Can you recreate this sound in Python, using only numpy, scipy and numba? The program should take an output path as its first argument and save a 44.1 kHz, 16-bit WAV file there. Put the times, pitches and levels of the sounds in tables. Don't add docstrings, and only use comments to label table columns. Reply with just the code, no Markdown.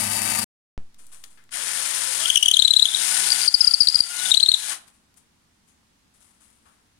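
import sys
import numpy as np
from scipy import signal
from scipy.fft import rfft, irfft, next_fast_len
from scipy.io import wavfile
from scipy.ndimage import uniform_filter1d, minimum_filter1d
from numba import njit

SR = 44100
rng = np.random.default_rng(int(sys.argv[2]) if len(sys.argv) > 2 else 0)


def dump(signal):
    limited = np.clip(np.atleast_2d(signal).T, -1, 1)
    pcm = np.round(limited * 32767).astype(np.int16)
    wavfile.write(sys.argv[1], SR, pcm)


N = 308461
TIME = np.arange(N) / SR
TOP_HZ = 16000

# (first time [s], turns [count],
# nominal length [s], peak level [dB], start pitch [Hz], middle pitch [Hz], end pitch [Hz])
BINDS = [(2.3, 2, 0.0056, 1, 3450, 3147, 3020), (2.371, 3, .009, 4.5, 3050, 2980, 3520),
         (2.457, 3, .0062, 7.5, 3450, 3130, 3420), (2.537, 1, .0095, 5.5, 4370, 3800, 3340),
         (2.591, 5, .0105, 6.5, 3680, 4083, 3980), (2.621, 4, .0062, 5, 3000, 3755, 3950),
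         (2.854, 1, 0.0047, 3, 3700, 3404, 3130), (2.887, 2, .005, -6, 3850, 3750, 3700),
         (2.915, 1, .0065, -12.5, 3550, 3490, 3500), (3.303, 1, .004, -11, 4360, 4710, 4810),
         (3.319, 1, 0.0049, -7, 4870, 4614, 4720), (3.416, 1, .005, -11, 5040, 4720, 4740),
         (3.477, 6, .0125, 8, 5150, 4760, 4450), (3.643, 2, .008, .5, 4920, 4726, 4530),
         (3.818, 2, .006, 6.5, 4650, 4880, 5100), (3.831, 2, .0055, -1, 4880, 4680, 4620),
         (3.87, 1, 0.0067, 6.5, 4820, 4510, 3530), (3.954, 1, .007, 4, 4850, 4750, 4690),
         (3.924, 2, .004, -6, 4730, 4770, 4760), (3.944, 1, .005, 4, 4870, 4990, 4700),
         (4.004, 1, .006, 8, 4685, 4910, 4610), (4.036, 1, .004, -4.5, 4700, 4840, 4800),
         (4.255, 1, .008, -15, 3350, 3436, 3700), (4.315, 1, .008, 5.5, 3800, 3780, 3980),
         (4.37, 3, .0105, 8.5, 3850, 4060, 4080), (4.34, 2, .0105, 3.5, 2850, 3750, 4600),
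         (4.46, 2, .0045, 7, 3200, 3944, 3500), (4.538, 1, .009, 5, 4150, 3916, 3400)]
# (frequency [Hz], gain [dB])
SQUEAK_TINT = [(5000, 0.5), (7000, 0.0), (9700, 4.5), (11500, -6), (15000, -7)]
# (time [s], scrape level [dB], gear load gain [dB])
PRESSURE = [(1.55, -26, -3), (1.75, -22, -2), (2.1, -21.3, -1), (2.25, -20.3, 5), (2.42, -17.5, -4.5),
            (2.75, -21, -1), (3.02, -17, 0), (3.45, -19, -0.5), (3.6, -16.5, 7), (4.0, -21, 2),
            (4.2, -18.5, 7), (4.45, -20, -1), (4.65, -19, 2)]
# (time [s], gear whine [Hz])
MOTOR_SPEED = [(1.5, 1490), (1.55, 1395), (1.62, 893), (1.72, 950), (1.87, 1065), (2.15, 950), (2.24, 1280),
               (2.31, 1600), (2.45, 1645), (2.7, 1560), (3.15, 1480), (3.4, 1460), (3.55, 1395),
               (3.8, 1345), (4.0, 1375), (4.28, 1490), (4.65, 1670), (4.82, 1200)]
# (frequency [Hz], relative density [dB per Hz])
SCRAPE_SPECTRUM = [(59, -51.5), (100, -26), (389, -21.5), (547, -22), (676, -11.5), (970, -9), (1230, -15),
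                   (1480, -9.5), (2000, -9), (2370, -6), (2990, -5), (6020, -3.5), (8460, -1), (9210, 5),
                   (16000, -30.5)]
# (multiple of the whine [ratio], level [dB], rattle [0-1])
GEAR_TONES = [(.53, -49, 0.5), (1.0, -40.5, .65), (1.448, -46.5, .9), (1.999, -43.5, .9)]
# (frequency [Hz], relative density [dB per Hz])
SAW_SPECTRUM = [(40, -17.5), (100, -9), (150, -11), (230, -6.5), (300, -11), (480, -16), (650, -5),
                (1400, -11), (2000, -4), (3900, -10.5), (4700, -4.5), (6500, -5), (9600, 4), (15500, -19.5)]
# (frequency [Hz], width [Hz], level [dB])
SAW_MODES = [(783, 120, -37.5), (920, 38, -38.5), (1198, 40, -39.5), (1940, 90, -39.5), (2277, 80, -39.5),
             (2650, 70, -36.5), (3000, 70, -42.5), (3820, 70, -42), (4620, 150, -37.5), (12600, 25, -42.5)]
# (multiple of the tooth rate [ratio], level [dB])
TOOTH_TONES = [(2, -46), (6, -38), (7, -47.5), (9, -39), (10, -46.5), (11, -53), (12, -35), (13, -36)]
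# (frequency [Hz], level [dB])
SAW_HUM = [(102.3, -43.5), (204.6, -41), (232, -44), (307, -53)]
# (frequency [Hz], relative density [dB per Hz])
SKIN_SPECTRUM = [(240, -38), (400, -16), (1020, -7), (1230, -6.5), (1740, -11), (2220, -9), (2470, -9.5),
                 (5270, -12), (9660, 0), (15000, -27)]
# (time [s], peak level [dB], t60 [s])
STROKES = [(0.979, -49.5, 0.78), (1.115, -42.5, .38), (1.23, -48.5, .3), (1.3, -57.5, .4),
           (4.866, -51, 0.19), (4.93, -60, 0.35), (5.16, -52, 0.22), (5.67, -57, .25), (6.135, -56.5, 0.36),
           (6.199, -53.5, .9), (6.4, -54.5, .9), (6.65, -62.5, 0.66)]
# (time [s], level [dB], centre [Hz], width [Hz], t60 [s])
TAPS = [(0.944, -47.5, 4000, 6000, 0.022), (1.067, -39.5, 8700, 2500, 0.017),
        (1.239, -29.5, 4050, 4950, 0.025), (1.374, -49.5, 1700, 910, 0.27), (1.439, -48, 7550, 3940, .015),
        (1.492, -44, 1900, 2000, 0.016), (4.878, -50, 1850, 4570, 0.076), (5.141, -52, 5000, 9000, .02),
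        (5.172, -47, 8300, 2490, 0.075), (5.689, -62, 6620, 201, 0.27), (6.655, -55.5, 1140, 503, 0.52)]
# (frequency [Hz], relative density [dB per Hz])
FLOOR_SPECTRUM = [(30, -11), (70, -2), (130, -7), (230, -4.5), (380, -15), (560, -20.5), (900, -17),
                  (1500, -19), (2500, -21), (4500, -22), (9500, -25.5), (15000, -38.5)]
# (frequency [Hz], gain [dB])
SIDE_TINT = [(100, -12.5), (400, -1), (1500, 0.0)]
# (frequency [Hz], gain [dB])
PORT_SHADE = [(100, -2.5), (380, -1.5), (700, -6.5), (1300, -9.5), (2400, -15.5), (3500, -16),
              (4700, -22.5), (8000, -29.5), (15000, -30.5)]

WHINE_PER_TURN = 90
START_S, ATTACK_S, BRAKE_S, BRAKE_DB_PER_S = 1.5007, 0.04, 4.727, 470
GRIP_S, FULL_GRIP_DB = 0.09, 3
SQUEAK_LIFT_DB, SQUEAK_SCATTER, SQUEAK_SCATTER_DB = 1.5, 0.02, 0.98
CHATTER_DB, CHATTER_GRIP_DB, CHATTER_DB_PER_OCTAVE = -46, 20, -7
BLOCK_DB, BLOCK_GRIP_DB, GEAR_GRIP_DB = -35, -9, -3.5
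CLATTER_DB, CLATTER_S = -29, 0.035
SAW_OFF_S, THUMP_S = 0.442, 0.778
SAW_HISS_DB, TOOTH_HZ, TOOTH_LIFT_DB = -22, 770, 1.0
STROKE_ATTACK_S, FLOOR_DB = 0.014, -65.5


def drill():
    scrape_db, _ = curves(PRESSURE)
    close, tight, grip_hz = grip()
    angle = turns()
    flutes_db = 0.56 * np.sin(4 * np.pi * angle) + 0.47 * np.sin(2 * np.pi * angle)
    bite = undb(flutes_db + 1.2 * walk(450))
    scrape = unit(colour(grains(rate_hz=26000, spread_db=-0.1), SCRAPE_SPECTRUM)) * undb(scrape_db)
    knocks = grains(rate_hz=6000, spread_db=-1.0)
    block = unit(resonate(resonate(knocks, 1750, 1800), 1750, 2400))
    block = block * undb(BLOCK_DB + BLOCK_GRIP_DB * tight)
    octaves = np.log2(grip_hz / 3500)
    chatter_db = CHATTER_DB + close * (CHATTER_GRIP_DB + CHATTER_DB_PER_OCTAVE * octaves)
    chatter_hz = grip_hz * (1 + 0.032 * walk(130))
    smear = walk(600) + 1j * walk(600)
    chatter = np.real(smear * np.exp(2j * np.pi * np.cumsum(chatter_hz) / SR))
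    chatter = chatter * undb(chatter_db + 4.8 * walk(140))
    return bite * (scrape + block + chatter) * trigger()


def squeaks(rough=0.016, flutter_db=2.03, rasp=0.28, swell=0.9, fullness=0.59):
    overtone_db, fall_db, pitch_db_per_octave = -15.5, -6.5, -17
    out = np.zeros(N)
    waver = 1 + rough * walk(1500)
    flutter = undb(flutter_db * walk(500))
    grit = 1 + rasp * walk(2500)
    rows = catches()
    for (s, length_s, db, *pitch_hz), chance in zip(rows, rng.standard_normal((len(rows), 4))):
        db = db + SQUEAK_SCATTER_DB * chance[0]
        pitch_hz = pitch_hz * (1 + SQUEAK_SCATTER * chance[1:])
        u = np.linspace(0, 1, max(int(1.1 * length_s * SR), 32))
        at = int(s * SR) + np.arange(len(u))
        hz = np.polyval(np.polyfit([0, 0.5, 1], pitch_hz, 2), u) * waver[at]
        phase = 2 * np.pi * np.cumsum(hz) / SR
        octaves = np.log2(hz / 3500)
        tone = np.sin(phase)
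        for k in range(2, 5):
            db_k = overtone_db + fall_db * (k - 2.5) + pitch_db_per_octave * octaves * (k - 1)
            tone += grit[at] * undb(db_k) * np.sin(k * phase) * (k * hz < TOP_HZ)
        envelope = np.abs(np.sin(np.pi * u ** swell)) ** fullness
        out[at] += undb(db) * tone * flutter[at] * envelope
    ring = 0.14 * resonate(out, 3800, 90) + 0.3 * resonate(out, 4010, 100)
    ring = ring + 0.16 * resonate(out, 4200, 120)
    return colour(out + ring, SQUEAK_TINT) * undb(SQUEAK_LIFT_DB)


def gears(rattle_hz=170):
    whine_hz, = curves(MOTOR_SPEED)
    _, load_db = curves(PRESSURE)
    _, tight, _ = grip()
    mesh = 2 * np.pi * np.cumsum(whine_hz) / SR
    tones = 0
    for k, db, rattle in GEAR_TONES:
        size = 1 + 0.29 * walk(30) + rattle * (walk(rattle_hz) + 1j * walk(rattle_hz))
        speed_gain = np.minimum(whine_hz / 1400, 1) ** (6 * (k - 0.5))
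        tones = tones + undb(db) * np.real(size * np.exp(1j * k * mesh)) * speed_gain
    knocks = grains(rate_hz=6000, spread_db=-3.5)
    clatter = unit(resonate(resonate(knocks, 1500, 1600), 1500, 2200)) * undb(CLATTER_DB)
    clatter = clatter * np.exp(-np.abs(TIME - BRAKE_S) / CLATTER_S)
    return (tones * undb(load_db + GEAR_GRIP_DB * tight) + clatter) * trigger()


def turns():
    return np.cumsum(curves(MOTOR_SPEED)[0]) / SR / WHINE_PER_TURN


def trigger():
    attack = np.clip((TIME - START_S) / ATTACK_S, 0, 1) ** 2
    return attack * undb(-BRAKE_DB_PER_S * np.clip(TIME - BRAKE_S, 0, 1))


def catches():
    angle = turns()
    rows = []
    for first_s, count, *squeak in BINDS:
        first_angle = np.interp(first_s, TIME, angle)
        for k in range(round(count)):
            rows.append((np.interp(first_angle + k, angle, TIME), *squeak))
    return np.array(sorted(rows))


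def grip():
    s, _, db, _, middle_hz, _ = catches().T
    nearest = np.searchsorted((s[1:] + s[:-1]) / 2, TIME)
    close = np.exp(-((TIME - s[nearest]) / GRIP_S) ** 2)
    tight = close * np.interp(TIME, s, np.minimum(undb(db - FULL_GRIP_DB), 1))
    return close, tight, uniform_filter1d(np.interp(TIME, s, middle_hz), size=4400)


def saw():
    hiss = unit(colour(grains(rate_hz=14000, spread_db=5.5), SAW_SPECTRUM)) * undb(SAW_HISS_DB)
    ring = 0
    for hz, width_hz, db in SAW_MODES:
        ring = ring + undb(db) * unit(resonate(rng.standard_normal(N), hz, width_hz))
    teeth = 2 * np.pi * np.cumsum(TOOTH_HZ + 0.5 * walk(40)) / SR
    whine = sum(undb(db + 2.9 * walk(42)) * np.sin(k * teeth) for k, db in TOOTH_TONES)
    return (hiss + ring + undb(TOOTH_LIFT_DB) * whine) * undb(1.4 * walk(60)) * gate(0, SAW_OFF_S)


def saw_hum():
    hum = sum(undb(db + 3.0 * walk(18)) * np.sin(2 * np.pi * hz * TIME) for hz, db in SAW_HUM)
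    return hum * gate(0, SAW_OFF_S)


def hands():
    out = np.zeros(N)
    slide = unit(colour(grains(rate_hz=5000, spread_db=-1.0), SKIN_SPECTRUM))
    for s, db, t60_s in STROKES:
        attack = np.clip((TIME - s) / STROKE_ATTACK_S, 0, 1)
        decay = np.exp(-np.log(1000) * np.maximum(TIME - s - STROKE_ATTACK_S, 0) / t60_s)
        out += slide * undb(db) * attack * decay
    for s, db, hz, width_hz, t60_s in TAPS:
        age_s = np.maximum(TIME - s, 0)
        envelope = undb(db - 60 * np.minimum(age_s / t60_s, 4)) * (TIME >= s)
        out += unit(resonate(rng.standard_normal(N), hz, width_hz)) * envelope
    return out


def thump(step_db=-24.5, settle_s=0.145, rumble_db=-41, rumble_s=0.031):
    age_s = np.maximum(TIME - THUMP_S, 0)
    step = -undb(step_db) * (1 - age_s / settle_s) * np.exp(-age_s / settle_s)
    rumble = unit(resonate(rng.standard_normal(N), 46, 23))
    rumble = undb(rumble_db) * rumble * np.exp(-age_s / rumble_s)
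    return uniform_filter1d((step + rumble) * (TIME >= THUMP_S), size=3)


def quiet():
    mid, side = (unit(colour(rng.standard_normal(N), FLOOR_SPECTRUM)) for _ in range(2))
    side = colour(side, SIDE_TINT)
    return undb(FLOOR_DB) * np.array([mid + side, mid - side]) * (TIME > THUMP_S)


def workshop(x, t60_s=0.22, room_db=-19, near_db=-15, near_t60_s=0.15):
    t = TIME[:SR // 3]

    def tail(decay_s):
        noise = rng.standard_normal(len(t)) * np.exp(-np.log(1000) * t / decay_s) * (t > 0.002)
        return noise / np.linalg.norm(noise)

    response = undb(near_db) * tail(near_t60_s) + undb(room_db) * tail(t60_s)
    return signal.fftconvolve(x, response)[:N]


def undb(db):
    return 10 ** (np.asarray(db) / 20)


def unit(x):
    return x / np.sqrt(np.mean(x ** 2))


def curves(table):
    s, *columns = np.transpose(table)
    return [np.interp(TIME, s, c) for c in columns]


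def colour(x, points):
    hz, db = np.transpose(points)
    size = next_fast_len(N + 4096)
    f = np.maximum(np.arange(size // 2 + 1) * SR / size, 1)
    gain = undb(np.interp(np.log(f), np.log(hz), db))
    return irfft(rfft(x, size) * gain, size)[:N]


def resonate(x, hz, width_hz):
    return signal.lfilter(*signal.iirpeak(hz, hz / width_hz, fs=SR), x)


def walk(rate_hz):
    k = max(int(SR / rate_hz), 1)
    steps = np.repeat(rng.standard_normal(N // k + 1), k)[:N]
    return unit(uniform_filter1d(steps, k))


def grains(rate_hz, spread_db):
    hit = rng.random(N) < rate_hz / SR
    size = undb(spread_db * np.minimum(rng.exponential(size=N), 3))
    return unit(hit * rng.standard_normal(N) * size)


def gate(start_s, end_s):
    return (TIME >= start_s) & (TIME < end_s)


@njit
def follow(x, release):
    out, e = np.empty(len(x)), 0.
    for i in range(len(x)):
        e = max(x[i], e * release)
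        out[i] = e
    return out


def scene():
    motor = gears()
    work = saw() + drill() + squeaks() + hands() + motor
    bounce_samples, port_samples = 235, 26
    bounce = undb(-20.5) * np.pad(work, (bounce_samples, 0))[:N]
    left = work + bounce + workshop(work, t60_s=0.27, room_db=-16, near_db=-16)
    late = np.pad(work, (port_samples, 0))[:N]
    right = colour(late + workshop(work, t60_s=0.4, room_db=-1.5, near_db=-6.5), PORT_SHADE)
    right = right + workshop(motor, t60_s=0.25, room_db=-17, near_db=-7.5)
    near = np.array([left, right]) * ~gate(SAW_OFF_S, THUMP_S)
    return near + saw_hum() + quiet() + thump()


def record(dry, ceiling=1.0, release_db_per_s=42, thud_db=-25):
    peak = follow(np.abs(dry).max(axis=0), float(undb(-release_db_per_s / SR)))
    gain = np.minimum(ceiling / (peak + 1e-9), 1)
    gain = uniform_filter1d(minimum_filter1d(gain, size=330), size=150)
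    out = dry * gain
    overload = uniform_filter1d(uniform_filter1d(np.abs(out[0]) ** 3, size=30), size=22)
    thud = signal.sosfilt(signal.butter(1, [35, 300], "band", fs=SR, output="sos"), overload)
    lowpass = signal.ellip(8, 0.2, 70, TOP_HZ, fs=SR, output="sos")
    return signal.sosfilt(lowpass, out + undb(thud_db) * thud)


dry = scene()
out = record(dry)
dump(out)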